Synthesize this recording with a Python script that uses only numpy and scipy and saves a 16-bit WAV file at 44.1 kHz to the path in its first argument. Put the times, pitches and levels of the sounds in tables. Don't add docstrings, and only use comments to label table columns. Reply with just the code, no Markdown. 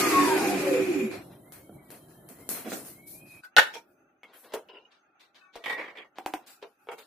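import sys
import numpy as np
from scipy import signal
from scipy.fft import rfft, irfft, next_fast_len
from scipy.io import wavfile
from scipy.ndimage import uniform_filter1d, map_coordinates

SR = 44100
rng = np.random.default_rng(int(sys.argv[2]) if len(sys.argv) > 2 else 0)


def elevation(decibels):
    levels = np.asarray(decibels, float)
    return 10 ** (levels / 20)


def generate_wav(sig):
    pcm = np.round(np.clip(np.atleast_2d(sig).T, -1, 1) * 32767).astype(np.int16)
    wavfile.write(sys.argv[1], SR, pcm)


N = 311346
TIME = np.arange(N) / SR
CHANGE_S = 3.408
HALVES = np.array([[.5], [-.5]])


def unit(x):
    return x / np.sqrt(np.mean(x ** 2) + 1e-20)


def along(points, hz):
    f, v = np.transpose(points)
    return np.interp(np.log(hz + 1), np.log(f + 1), v)


def curves(rows):
    s, *columns = np.transpose(rows)
    return [np.interp(TIME, s, column) for column in columns]


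def during(start, end, fade):
    return np.clip(np.minimum(TIME - start, end - TIME) / fade + .5, 0, 1)


def wobble(rate):
    knots = rng.standard_normal(int(N * rate / SR) + 4)
    return map_coordinates(knots, [TIME * rate])


def filtered(x, response):
    m = next_fast_len(N + SR // 2)
    return irfft(rfft(x, m) * response(np.fft.rfftfreq(m, 1 / SR)), m)[..., :N]


def resonances(modes, f):
    total = 0
    for k, (centre, width, db) in enumerate(modes):
        damping = 1j * f * width
        total = total + (-1) ** k * elevation(db) * damping / (centre * centre - f * f + damping)
    return total


# f/Hz, left-right likeness
LIKENESS = [(60, .995), (130, .995), (290, .94), (640, .55), (1410, .2), (3100, .05), (15000, 0)]


def rush(gain):
    def mid_side(hz):
        turn = np.arccos(np.clip(along(LIKENESS, hz), -1, 1)) / 2
        return gain(hz) * [np.cos(turn), np.sin(turn)]
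    mid, side = filtered(rng.standard_normal((2, N)), mid_side)
    return unit(np.array([mid + side, mid - side]))


def shaped(spectrum):
    return rush(lambda hz: elevation(along(spectrum, hz)))


def glide(rows, blur, spread, rate):
    hz, db = curves(rows)
    turn = 2 * np.pi * np.cumsum(hz) / SR + blur * np.minimum(hz / 1000, 1) * wobble(rate)
    gate = during(rows[0][0], rows[-1][0], 0.025)
    return np.sqrt(2) * elevation(db) * gate * np.sin(turn + spread * np.array([wobble(25), wobble(19)]))


def echoed(x, wet_db, t60):
    t = np.arange(SR // 2) / SR
    tail = elevation(-60 * t / t60) * rng.standard_normal((2, len(t)))
    tail = tail / np.linalg.norm(tail[0])
    return x + elevation(wet_db) * signal.fftconvolve(x, tail, axes=1)[:, :N]


def contacts(rows, body, t60, pan_db, broad_db, crack_db, rise, hold, top_hz=5500, blow=9):
    t = np.arange(SR // 2) / SR
    drive = np.zeros((3, 2, N + len(t)))
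    fade_db = -60 * t / max(t60, .03) - 3 * (t / hold) ** 3
    shape = elevation(crack_db - 60 * t / 0.011) + (1 - np.exp(-t / rise)) * elevation(fade_db)
    for s, db, thud_db, fizz_db in rows:
        walls = shape * rng.standard_normal((3, len(t)))
        walls[0, 0] = blow * elevation(crack_db)
        for k, (level, alike) in enumerate([(thud_db, .98), (0, .25), (fizz_db, 0)]):
            pair = np.sqrt(alike) * walls[0] + np.sqrt(1 - alike) * walls[1:]
            drive[k, :, round(s * SR):][:, :len(t)] += elevation(db + level + HALVES * pan_db) * pair

    def low(f, hz):
        return 1 / (1 + 1j * f / hz) ** 2

    def high(f, hz):
        return (1j * f / hz) ** 2 * low(f, hz)

    bands = [lambda f: high(f, 170) ** 2 * low(f, 1200),
             lambda f: high(f, 800) * low(f, top_hz) ** 2,
             lambda f: high(f, 3500) ** 2 * low(f, 14000)]
    grid = np.linspace(1, 15500, num=4000)
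    sound = 0
    for part, band in zip(drive, bands):
        colour = lambda f: band(f) * (resonances(body, f) + elevation(broad_db))
        power = np.mean(abs(colour(grid)) ** 2) * 2 * grid[-1] / SR
        sound = sound + filtered(part[:, :N], colour) / np.sqrt(power)
    return sound


def same(rows, thud_db, fizz_db):
    return [(s, db, thud_db, fizz_db) for s, db in rows]


MESH_HZ, STOP_S = 1280, 1.15


def coasting(t):
    return np.clip(1 - (1140 - 115 * np.minimum(t, 2)) * t / MESH_HZ, .05, 1)


RUN = np.linspace(0, STOP_S - .09, num=300)
MESH = coasting(RUN) * MESH_HZ

# f/Hz, width/Hz, level/dB
HOUSING_MODES = [(292.2, 15, 4), (383.8, 8.5, 7.5), (202.7, 41, -12.5), (506, 24, -7.5)]
# f/Hz, width/Hz, level/dB
BEARING_MODES = [(2430, 87, 3.5), (2400, 530, -6), (7190, 350, -12.5)]
# f/Hz, level/dB per Hz
RATTLE_SPECTRUM = [(59, -49.5), (100, -23), (369, -5), (569, -21), (682, -13), (816, -15), (906, -24.5),
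                   (1010, -19.5), (1830, -17.5), (2440, -16), (3600, -24.5), (4680, -91), (7920, -120)]
# f/Hz, level/dB per Hz
AIR_SPECTRUM = [(1650, -15.5), (2800, -15), (3740, -3), (4820, -2), (5650, -4), (6210, -3.5), (9800, -6),
                (11200, -2), (14800, -14), (15800, -50)]
# level/dB at the start, power of speed
NOISE_LAYERS = [
    (-29, 0.21),
    (-22.5, 1.08),
    (-41.5, 0.025),
    (-27, 1.48),
]


def running_noise():
    speed_db = 20 * np.log10(coasting(TIME))
    housing_db, rattle_db, squeal_db, air_db = [db + power * speed_db for db, power in NOISE_LAYERS]
    shake = elevation(2 * wobble(16) + 1.5 * wobble(40))
    drum = rush(lambda f: resonances(HOUSING_MODES, f) * f ** 2 / (f ** 2 + 150 ** 2))
    drum = elevation(housing_db) * shake * drum
    rub = elevation(squeal_db + 1.5 + 1.4 * wobble(44)) * rush(lambda f: resonances(BEARING_MODES, f))
    rattle = elevation(rattle_db - 4 + 1.8 * wobble(50)) * shaped(RATTLE_SPECTRUM)
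    air = elevation(air_db + 1.0 * wobble(34)) * shaped(AIR_SPECTRUM)
    return during(-1, STOP_S, 0.24) ** 1.5 * (drum + rub + rattle + air)


# f/Hz, width/Hz, level/dB
PANEL_MODES = [(1223, 90, 13), (1099.5, 22, 26.5), (937, 130, 15), (802, 43, 19), (706, 74, 11),
               (544, 35, 14), (512.6, 79, 19.5), (353, 43, 17.4), (297, 87, 15), (226.8, 37, 13)]


def gear_whine():
    uneven = elevation(2.5 * wobble(150) + 2 * wobble(30))
    whine = np.transpose([RUN, MESH, -45.5 + 0 * RUN])
    whine = uneven * glide(whine, blur=1.0, spread=0.25, rate=150)

    def panels(f):
        return sum(resonances([panel], f) ** 2 / elevation(panel[2]) for panel in PANEL_MODES) + 1.6
    return filtered(whine, panels)


# multiple of the mesh, level/dB
UNBALANCED = [(.28, -29), (.41, -34.5), (.64, -37.5)]


def shaft_shake():
    slow = 0
    for k, db in UNBALANCED:
        tone = glide(np.transpose([RUN, k * MESH, db + 0 * RUN]), blur=1.7, spread=0.063, rate=44)
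        slow = slow + elevation(3.0 * wobble(13.38)) * tone
    return filtered(slow, lambda f: resonances(HOUSING_MODES, f))


def cooling_blades():
    fan = 1.73 * MESH
    choked = np.transpose([RUN, fan, -29 - 0.17 * np.maximum(1464 - fan, 0)])
    return elevation(-7.5 + 2 * wobble(25)) * glide(choked, blur=1.2, spread=0.7, rate=120)


# multiple of the mesh, level/dB at the start
SHAFT_ORDERS = [(.66, -43.5), (.83, -43), (1.17, -40), (1.36, -43), (1.548, -44), (2.0, -42), (2.3, -45),
                (3.5, -47)]


def shaft_rasp():
    rasp = 0
    for k, db in SHAFT_ORDERS:
        falling = np.transpose([RUN, k * MESH, db + 30 * np.log10(MESH / MESH_HZ)])
        rasp = rasp + elevation(1.6 * wobble(40)) * glide(falling, blur=1.25, spread=0.94, rate=120)
    return rasp


# f/Hz, left over right level/dB
JUICER_BALANCE = [(60, 1.5), (110, 1.5), (200, -1.5), (380, -2.5), (700, 3), (1290, 0), (2380, -0.5),
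                  (4400, 1.5), (8120, -1), (15000, 5.5)]


def motor():
    tones = gear_whine() + shaft_shake() + cooling_blades() + shaft_rasp()
    whole = running_noise() + echoed(tones, wet_db=-10.0, t60=0.2)
    return filtered(whole, lambda f: elevation(along(JUICER_BALANCE, f) * HALVES))


# quiet level/dB, gain/dB when the suppression opens
HOUSE_LEVELS = [
    [(-57, 5), (-62.5, -24.5), (-61, 6.5)],
    [(-76, 13), (-70, 5), (-92, 22.5)],
]
# f/Hz, level/dB per Hz
HUM_SPECTRA = [
    [(12, -55.5), (20, -23.5), (145, 2.5), (241, -3.5), (362, 1), (441, -13.5), (653, -6.5), (1000, -22), (1300, -34), (2200, -120)],
    [(12, -60), (20, -26.5), (147, -12), (345, -1), (487, -12.5), (622, -5), (1000, -41), (1300, -54), (2200, -120)],
]
# f/Hz, level/dB per Hz
MURMUR_SPECTRA = [
    [(470, 5.5), (800, 3), (2110, 0.5), (2870, -56), (3230, -32.5), (3420, -25), (4040, -31.5), (4500, -46), (5850, -93.5), (9900, -120)],
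    [(470, -45.5), (800, -5.5), (1020, -30.5), (1050, -20.5), (1360, -6), (1610, -12), (2220, -19.5), (2600, -12.5), (2920, -23), (4500, -47), (5850, -63.5), (9900, -120)],
]
# f/Hz, level/dB per Hz
HISS_SPECTRA = [
    [(2350, -35), (4000, 3.5), (4810, -16), (5650, -10), (6120, -6), (7310, -1), (11900, 14.5), (15800, -11)],
    [(2350, -68), (4000, -38.5), (4460, -3.5), (5030, -5), (6830, -7), (15800, 6)],
]
# f/Hz, level/dB
ELECTRIC_TONES = [
    (3150, -74),
    (6300, -84),
]


def room(busy):
    opens_db, open_db, release_s = -53.5, -33, 0.27
    keep = np.exp(-1 / (release_s * SR / 4))
    heard = signal.lfilter([1 - keep], [1, -keep], np.mean(busy ** 2, axis=0))
    heard_db = 10 * np.log10(heard + 1e-12)
    opening = uniform_filter1d(np.clip((heard_db - opens_db) / (open_db - opens_db), 0, 1), size=4410)
    settle_db = -3.5 * (TIME - 2.3) * (TIME < CHANGE_S)
    gates = [TIME < CHANGE_S, TIME >= CHANGE_S]
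    sound = 0
    for layers, gate, (hz, tone_db), *colours in zip(HOUSE_LEVELS, gates, ELECTRIC_TONES, HUM_SPECTRA,
                                                     MURMUR_SPECTRA, HISS_SPECTRA):
        for (db, lift_db), colour, sinks in zip(layers, colours, [1, 0, 0]):
            level_db = db + lift_db * opening + sinks * settle_db
            sound = sound + gate * elevation(level_db + 1.8 * wobble(8) + 2.2 * wobble(30)) * shaped(colour)
        tone = np.sin(2 * np.pi * hz * TIME + 1.5 * np.array([wobble(150), wobble(150)]))
        sound = sound + gate * elevation(tone_db + 3 * wobble(25)) * tone
    return sound


# t/s, clack peak level/dB, thud level/dB and fizz level/dB over the clack
LID_CONTACTS = [(1.1139, -37, -7.5, -51), (1.2196, -57, -31, -3), (1.5219, -48.5, -46, 7.5),
                (1.8472, -63, -36, 4), (1.9041, -48, -0.5, 6.5), (2.085, -58, -11, 8),
                (2.2887, -53, -24, 10.5), (2.3872, -65.5, 17, 18.5), (2.4904, -38.5, -2.5, 15.5),
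                (2.5492, -37.5, -32, -11.5), (2.7574, -48, 7, 14.5), (2.8496, -49, -47, 13.5)]
# f/Hz, width/Hz, level/dB
LID_MODES = [(226, 140, 18.5), (757, 65, 3.5), (1466, 67, -52), (4140, 400, 8), (11700, 4800, 9)]


def lid():
    return contacts(LID_CONTACTS, LID_MODES, t60=0.42, pan_db=2.0, broad_db=-3.0, crack_db=1.5,
                    rise=0.013, hold=0.18)


# t/s, clack peak level/dB, thud level/dB and fizz level/dB over the clack
BRUSH_CONTACTS = [(1.3, -52, 5, -16), (2.6893, -39.5, -8, 12.5), (4.275, -62, 13, -25),
                  (4.3328, -61.5, 13, -23), (4.4319, -60, 16, 11), (4.487, -51, 1, -14),
                  (4.9082, -49, -22, -31.5), (5.0496, -76.5, 0, -14.5), (5.1967, -45.5, -22.5, -12),
                  (5.346, -45, -26, -16.5), (5.429, -67, 0, -30), (5.5301, -46, -11.5, -19),
                  (6.1579, -51.5, 6.5, -33.5), (6.41, -63.5, 12, -22), (6.4639, -47.5, -5.5, 7),
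                  (6.4898, -58, -19, 18), (6.8705, -79, 17, -38), (6.976, -43.5, -8, 1.5)]
# f/Hz, width/Hz, level/dB
CLOTH_MODES = [(448, 330, -26), (1320, 110, -6.5), (3890, 1300, -5.5)]


def brushes():
    return contacts(BRUSH_CONTACTS, CLOTH_MODES, t60=0.26, pan_db=2.0, broad_db=-9.5, crack_db=-15.5,
                    rise=0.028, hold=0.093, top_hz=5000)


# t/s, length/s, start f/Hz, top f/Hz, level/dB
BIRD_NOTES = [(1.43, .14, 1900, 2170, -70), (1.55, .17, 2160, 2210, -71), (1.7, .19, 2220, 2260, -64),
              (1.76, .14, 2190, 1930, -68), (2.06, .24, 1620, 1760, -71), (2.34, .14, 1860, 2130, -68),
              (2.87, .11, 1980, 2080, -72), (2.965, .13, 2110, 2255, -61), (3.13, .12, 2290, 2490, -62),
              (3.22, .22, 2490, 2510, -56), (3.31, .11, 2440, 2330, -63)]


def bird():
    u, calls = np.linspace(0, 1, num=40), 0
    for s, length, start_hz, top_hz, db in BIRD_NOTES:
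        pitch = start_hz + (top_hz - start_hz) * np.sin(1.22 * u * np.pi / 2)
        level_db = db - 5 * (2 * u - 1) ** 4
        call = glide(np.transpose([s + length * u, pitch, level_db]), blur=.65, spread=.5, rate=220)
        calls = calls + elevation(1.3 * wobble(20) + 1.5 * wobble(60)) * call
    return (TIME < CHANGE_S) * echoed(calls, wet_db=-4, t60=0.3)


# t/s, clack peak level/dB, thud level/dB and fizz level/dB over the clack
RAP_CONTACTS = [
    (1.6945, -71, 25, -16),
    (2.7195, -30.5, -28, -17),
    (2.727, -42, -9, 13),
]
# t/s, clack peak level/dB, thud level/dB and fizz level/dB over the clack
THUMP_CONTACTS = [
    (2.291, -59.5, 20, -35.5),
    (2.646, -34.5, 2.2, -36),
    (2.666, -34.5, 6.9, -0.5),
    (2.9758, -64.5, 18, -33),
]
# f/Hz, width/Hz, level/dB
THUMP_MODES = [(217, 55, 21), (752, 97, 5), (1420, 100, -23)]


def raps_and_thumps():
    raps = contacts(RAP_CONTACTS, THUMP_MODES[:2] + [(1370, 61, 0)], t60=0.18, pan_db=-2.0, broad_db=-16,
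                    crack_db=-1.5, rise=0.0062, hold=0.13, top_hz=2960, blow=31)
    thumps = contacts(THUMP_CONTACTS, THUMP_MODES, t60=0.14, pan_db=-2.5, broad_db=-8.0, crack_db=-14,
                      rise=0.015, hold=0.12)
    return raps + thumps


# t/s, level/dB
JOLTS = [
    (2.489, -62),
    (3.57, -60),
    (4.538, -61),
    (5.559, -61),
    (6.179, -83),
    (6.257, -60),
    (6.338, -60),
]


def bumps():
    t, pushes = np.arange(SR // 8) / SR / 0.0067, np.zeros(N + SR)
    for s, db in JOLTS:
        pushes[round(s * SR):][:len(t)] += elevation(db + 11.5) * t * np.exp(1 - t)
    return pushes[:N]


# t/s, clack peak level/dB, thud level/dB and fizz level/dB over the clack
SLIDE_CONTACTS = [
    (3.058, -45.5, -19, 14),
    (3.25, -51, -4, 8.7),
    (4.33, -62.5, -2, 21.2),
    (6.615, -62, -11, 0.78),
    (6.776, -69, -3, 8.3),
]
# f/Hz, width/Hz, level/dB
PALM_MODES = [(4000, 1300, -3.5), (11600, 2700, 15.5)]


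def slides():
    return contacts(SLIDE_CONTACTS, PALM_MODES, t60=1.0, pan_db=4.5, broad_db=-31.0, crack_db=-46,
                    rise=0.09, hold=0.095)


# t/s, clack peak level/dB, thud level/dB and fizz level/dB over the clack
CLINK_CONTACTS = [
    (3.436, -38.5, -39, -9.5),
    (4.2327, -50.5, 6.5, -9.5),
    (4.3346, -48, -12, -6),
]
# f/Hz, width/Hz, level/dB
CLINK_MODES = [
    [(1510, 54, -1.5), (4700, 500, -16.5)],
    [(2200, 110, -8), (3370, 170, -12.5)],
    [(3200, 99, -3), (1410, 310, -4.5)],
]


def clinks():
    return sum(contacts([row], body, t60=0.15, pan_db=1.5, broad_db=-28.5, crack_db=-2.5, rise=0.01, hold=0.056)
               for row, body in zip(CLINK_CONTACTS, CLINK_MODES))


# t/s, clack peak level/dB, thud level/dB and fizz level/dB over the clack
PUSHER_CONTACTS = [
    (3.5652, -8, -16.5, -15),
    (3.5735, -13.5, -13, -18),
    (3.5822, -4.5, -16, -10),
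    (3.5868, -10, -13.5, -14),
    (3.5925, -10.5, -18, -12),
    (3.6005, -19.5, -13.5, -19),
    (3.614, -22.5, -16, -10.5),
    (3.627, -23.5, -13, -7.5),
]
# f/Hz, width/Hz, level/dB
PUSHER_MODES = [(506, 85, -2), (890, 44, 1.5), (1434, 90, 1.5), (1600, 200, 0.5), (1835, 42, 3.5),
                (2480, 180, -10.5), (3100, 600, -8.5), (3150, 160, -2.5), (3880, 1200, -17),
                (4970, 200, -12.5)]
# t/s, clack peak level/dB, thud level/dB and fizz level/dB over the clack
REBOUND_CONTACTS = [
    (3.7385, -37, -10, -3),
    (3.7537, -38.5, 0, -7.5),
    (3.768, -46.5, -15, 2),
]
# f/Hz, width/Hz, level/dB
REBOUND_MODES = [(453, 100, 1), (918, 36, 8.5), (1440, 330, -15), (2370, 100, 2.5), (3270, 320, 1),
                 (5700, 900, 0)]


def pusher():
    fall = contacts(PUSHER_CONTACTS, PUSHER_MODES, t60=0.07, pan_db=0.16, broad_db=-11.5, crack_db=-1.0,
                    rise=0.0034, hold=0.17)
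    fall = filtered(fall, lambda f: (1j * f / (260 + 1j * f)) ** 2 / (1 + 1j * f / 9000))
    rebound = contacts(REBOUND_CONTACTS, REBOUND_MODES, t60=0.14, pan_db=0.0, broad_db=-16.5, crack_db=0.5,
                       rise=0.0054, hold=0.1)
    return echoed(fall, wet_db=-10, t60=0.28) + rebound


# t/s, clack peak level/dB, thud level/dB and fizz level/dB over the clack
SET_DOWN_CONTACTS = [
    (4.522, -48.5, -5, -14),
    (4.5355, -48, 5, 5.5),
    (4.5385, -38, 7.5, -4),
]
# f/Hz, width/Hz, level/dB
SET_DOWN_MODES = [(428, 79, 2.5), (657, 74, 1.5), (880, 110, -4), (2400, 160, -11), (2980, 400, -25)]


def set_down():
    return contacts(SET_DOWN_CONTACTS, SET_DOWN_MODES, t60=0.19, pan_db=0.1, broad_db=-14, crack_db=-2.1,
                    rise=0.0028, hold=0.23, blow=24)


# t/s, level/dB
TINKLE_CONTACTS = [(4.6872, -49.5), (4.7094, -52.5), (4.73, -50), (4.75, -51), (4.7696, -52.5), (4.79, -68),
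                   (4.81, -60.5), (4.8525, -65.5)]
# f/Hz, width/Hz, level/dB
TINKLE_MODES = [(437, 122, 5), (1020, 90, 2.5), (1370, 61, -2), (2930, 290, 7.5), (680, 85, -18),
                (3800, 190, -10.5), (5160, 290, -2.5)]
# t/s, level/dB
TICK_CONTACTS = [(4.6872, -43), (4.7065, -48), (4.7185, -49), (4.7317, -47), (4.7496, -48), (4.7696, -44),
                 (4.7855, -51), (4.8075, -52), (4.8534, -46)]
# f/Hz, width/Hz, level/dB
TICK_MODES = [(2870, 170, 0), (2450, 250, -12), (5200, 500, -26)]


def tinkle():
    ringing = contacts(same(TINKLE_CONTACTS, thud_db=1.5, fizz_db=-19), TINKLE_MODES, t60=0.21, pan_db=1.5,
                       broad_db=-23, crack_db=-16, rise=0.008, hold=0.048)
    ticks = contacts(same(TICK_CONTACTS, thud_db=-30, fizz_db=-25), TICK_MODES, t60=.045, pan_db=1.5,
                     broad_db=-40, crack_db=-5, rise=0.004, hold=0.03, blow=22)
    return ringing + elevation(-3.0) * ticks


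# t/s, clack peak level/dB, thud level/dB and fizz level/dB over the clack
SPOON_CONTACT = [
    (5.412, -51, -29, -23),
]
# f/Hz, width/Hz, level/dB
SPOON_MODES = [(1130, 14, -8), (1494, 13, -0.5), (1825, 15, -14), (2280, 15, -12), (2585, 20, -9)]


def spoon():
    return contacts(SPOON_CONTACT, SPOON_MODES, t60=0.48, pan_db=6.5, broad_db=-45, crack_db=4,
                    rise=0.012, hold=0.08)


# t/s, clack peak level/dB, thud level/dB and fizz level/dB over the clack
KNOCK_CONTACTS = [
    (5.5555, -45, 7, -4.5),
    (6.617, -56, -6, -13.5),
    (6.6262, -43.5, 3, -20),
]
# f/Hz, width/Hz, level/dB
COUNTER_MODES = [(438, 70, 3.5), (673, 44, 4), (830, 550, -9), (2630, 43, -12.5), (3200, 2500, -11),
                 (5160, 25, -42)]


def knocks():
    return contacts(KNOCK_CONTACTS, COUNTER_MODES, t60=0.17, pan_db=0.5, broad_db=-24.0, crack_db=-2.0,
                    rise=0.0045, hold=0.13, top_hz=4400, blow=10.4)


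# t/s, level/dB
STROKE_CONTACTS = [(5.607, -55), (5.62, -56), (5.639, -36), (5.6585, -28), (5.6782, -29.5), (5.6965, -25),
                   (5.706, -30.5), (5.725, -28), (5.742, -38)]
# f/Hz, width/Hz, level/dB
SPATULA_MODES = [(457, 220, -13.5), (864, 46, -1.5), (1087, 62, -5.5), (1910, 25, 12.5), (2270, 72, 0),
                 (3540, 280, -3.5)]
# t/s, level/dB
SNAP_CONTACTS = [(5.6402, -38.5), (5.6596, -33.5), (5.8602, -49), (5.9729, -44), (5.9844, -40.5),
                 (6.016, -46.5)]
# f/Hz, width/Hz, level/dB
SNAP_MODES = [(2370, 170, 1), (3400, 400, 3.5), (2880, 500, -3)]
# t/s, level/dB
FLICK_CONTACTS = [(5.762, -38.5), (5.778, -34.5), (5.7922, -32), (5.8088, -34.5), (5.825, -39),
                  (5.84, -38.5), (5.8585, -43), (5.878, -40), (5.9, -43), (5.93, -51), (5.9525, -45),
                  (5.9694, -44), (5.9836, -40.5), (6.0, -49), (6.02, -49.5), (6.0457, -50.5)]
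# f/Hz, width/Hz, level/dB
FLICK_MODES = [(457, 320, 2.5), (1170, 220, 2), (1900, 230, 6.5), (2320, 170, 8.5), (3080, 1300, -7)]


def spatula():
    strokes = contacts(same(STROKE_CONTACTS, thud_db=-6.5, fizz_db=-17.5), SPATULA_MODES, t60=0.11,
                       pan_db=-0.3, broad_db=-16.0, crack_db=-5.0, rise=0.0015, hold=0.11)
    snaps = contacts(same(SNAP_CONTACTS, thud_db=-20, fizz_db=-22), SNAP_MODES, t60=0.11, pan_db=-3.0,
                     broad_db=-25, crack_db=-1, rise=0.005, hold=0.05, blow=12)
    flicks = contacts(same(FLICK_CONTACTS, thud_db=-3.5, fizz_db=-22.0), FLICK_MODES, t60=0.12, pan_db=-1.0,
                      broad_db=-15.5, crack_db=-7.5, rise=0.0033, hold=0.11)
    return strokes + snaps + flicks


# t/s, clack peak level/dB, thud level/dB and fizz level/dB over the clack
TAP_CONTACTS = [
    (6.1846, -43.5, 0.3, -9),
    (6.2612, -36.5, -0.73, -4),
    (6.3375, -36.5, 0.63, -4),
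]
# f/Hz, width/Hz, level/dB
BOWL_MODES = [(309, 46, 7), (768, 46, 10.5), (970, 130, -1), (1520, 490, -4.5), (2780, 960, -14.5)]


def taps():
    return contacts(TAP_CONTACTS, BOWL_MODES, t60=0.18, pan_db=-0.1, broad_db=-15, crack_db=2.5,
                    rise=0.0048, hold=0.18, blow=30)


# t/s, clack peak level/dB, thud level/dB and fizz level/dB over the clack
CLACK_CONTACTS = [
    (6.871, -62, 13, -22),
    (6.8874, -37.5, 1, -27),
    (6.9164, -38, 0.5, -5.5),
    (6.981, -54.5, 7, -2),
]
# f/Hz, width/Hz, level/dB
CLACK_MODES = [(454, 61, 7), (860, 220, -1), (1380, 140, -3.5), (2260, 140, -3), (2720, 200, -10),
               (3310, 390, -8)]


def clacks():
    return contacts(CLACK_CONTACTS, CLACK_MODES, t60=0.14, pan_db=0.1, broad_db=-25, crack_db=0.5,
                    rise=0.006, hold=0.099, top_hz=4170, blow=12.6)


def handling():
    early = lid() + brushes() + raps_and_thumps() + slides()
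    dropped = clinks() + pusher() + set_down() + tinkle()
    return early + dropped + spoon() + knocks() + spatula() + taps() + clacks()


def scene():
    near = motor() + handling()
    return near + bumps() + bird() + room(near)


def thinned(x, drop_share, weak, depth_db, jump):
    hz, _, z = signal.stft(x, SR, nperseg=1536, noverlap=1024)
    local = np.sqrt(abs(uniform_filter1d(abs(z) ** 2, size=21, axis=1)))
    band = (32 * np.log(1 + hz / 3000)).astype(int)
    luck = rng.standard_normal((band[-1] + 1, z.shape[2]))
    luck = uniform_filter1d(luck, size=8, axis=1)[band]
    power = np.sum(abs(z[:, hz > 2000]) ** 2, axis=(0, 1))
    loud = power > elevation(-84)
    dropped = luck < np.where(loud, np.quantile(luck, .14), np.quantile(luck, drop_share))
    lost = dropped | (abs(z) < weak * local)
    calm = np.maximum(power, np.roll(power, -1)) < jump * np.roll(power, 2)
    start_hz = np.where(power > elevation(-104), 2600, 1300)
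    treble = np.clip((hz[:, None] - start_hz) / 1500, 0, 1)
    kept = z * elevation(depth_db * treble * lost * calm) * (hz[:, None] < 15450)
    return signal.istft(kept, SR, nperseg=1536, noverlap=1024)[1][:, :N]


def roll_off(x):
    return signal.sosfilt(signal.butter(12, 16380, fs=SR, output="sos"), x)


def record(dry):
    heard = filtered(dry, lambda f: 1j * f / (70 + 1j * f))
    heard = heard / (1 + abs(heard / .85) ** 4) ** .25
    mix = thinned(heard, drop_share=.25, weak=1.2, depth_db=-36, jump=8)
    return roll_off(mix)


dry = scene()
out = record(dry)
generate_wav(out)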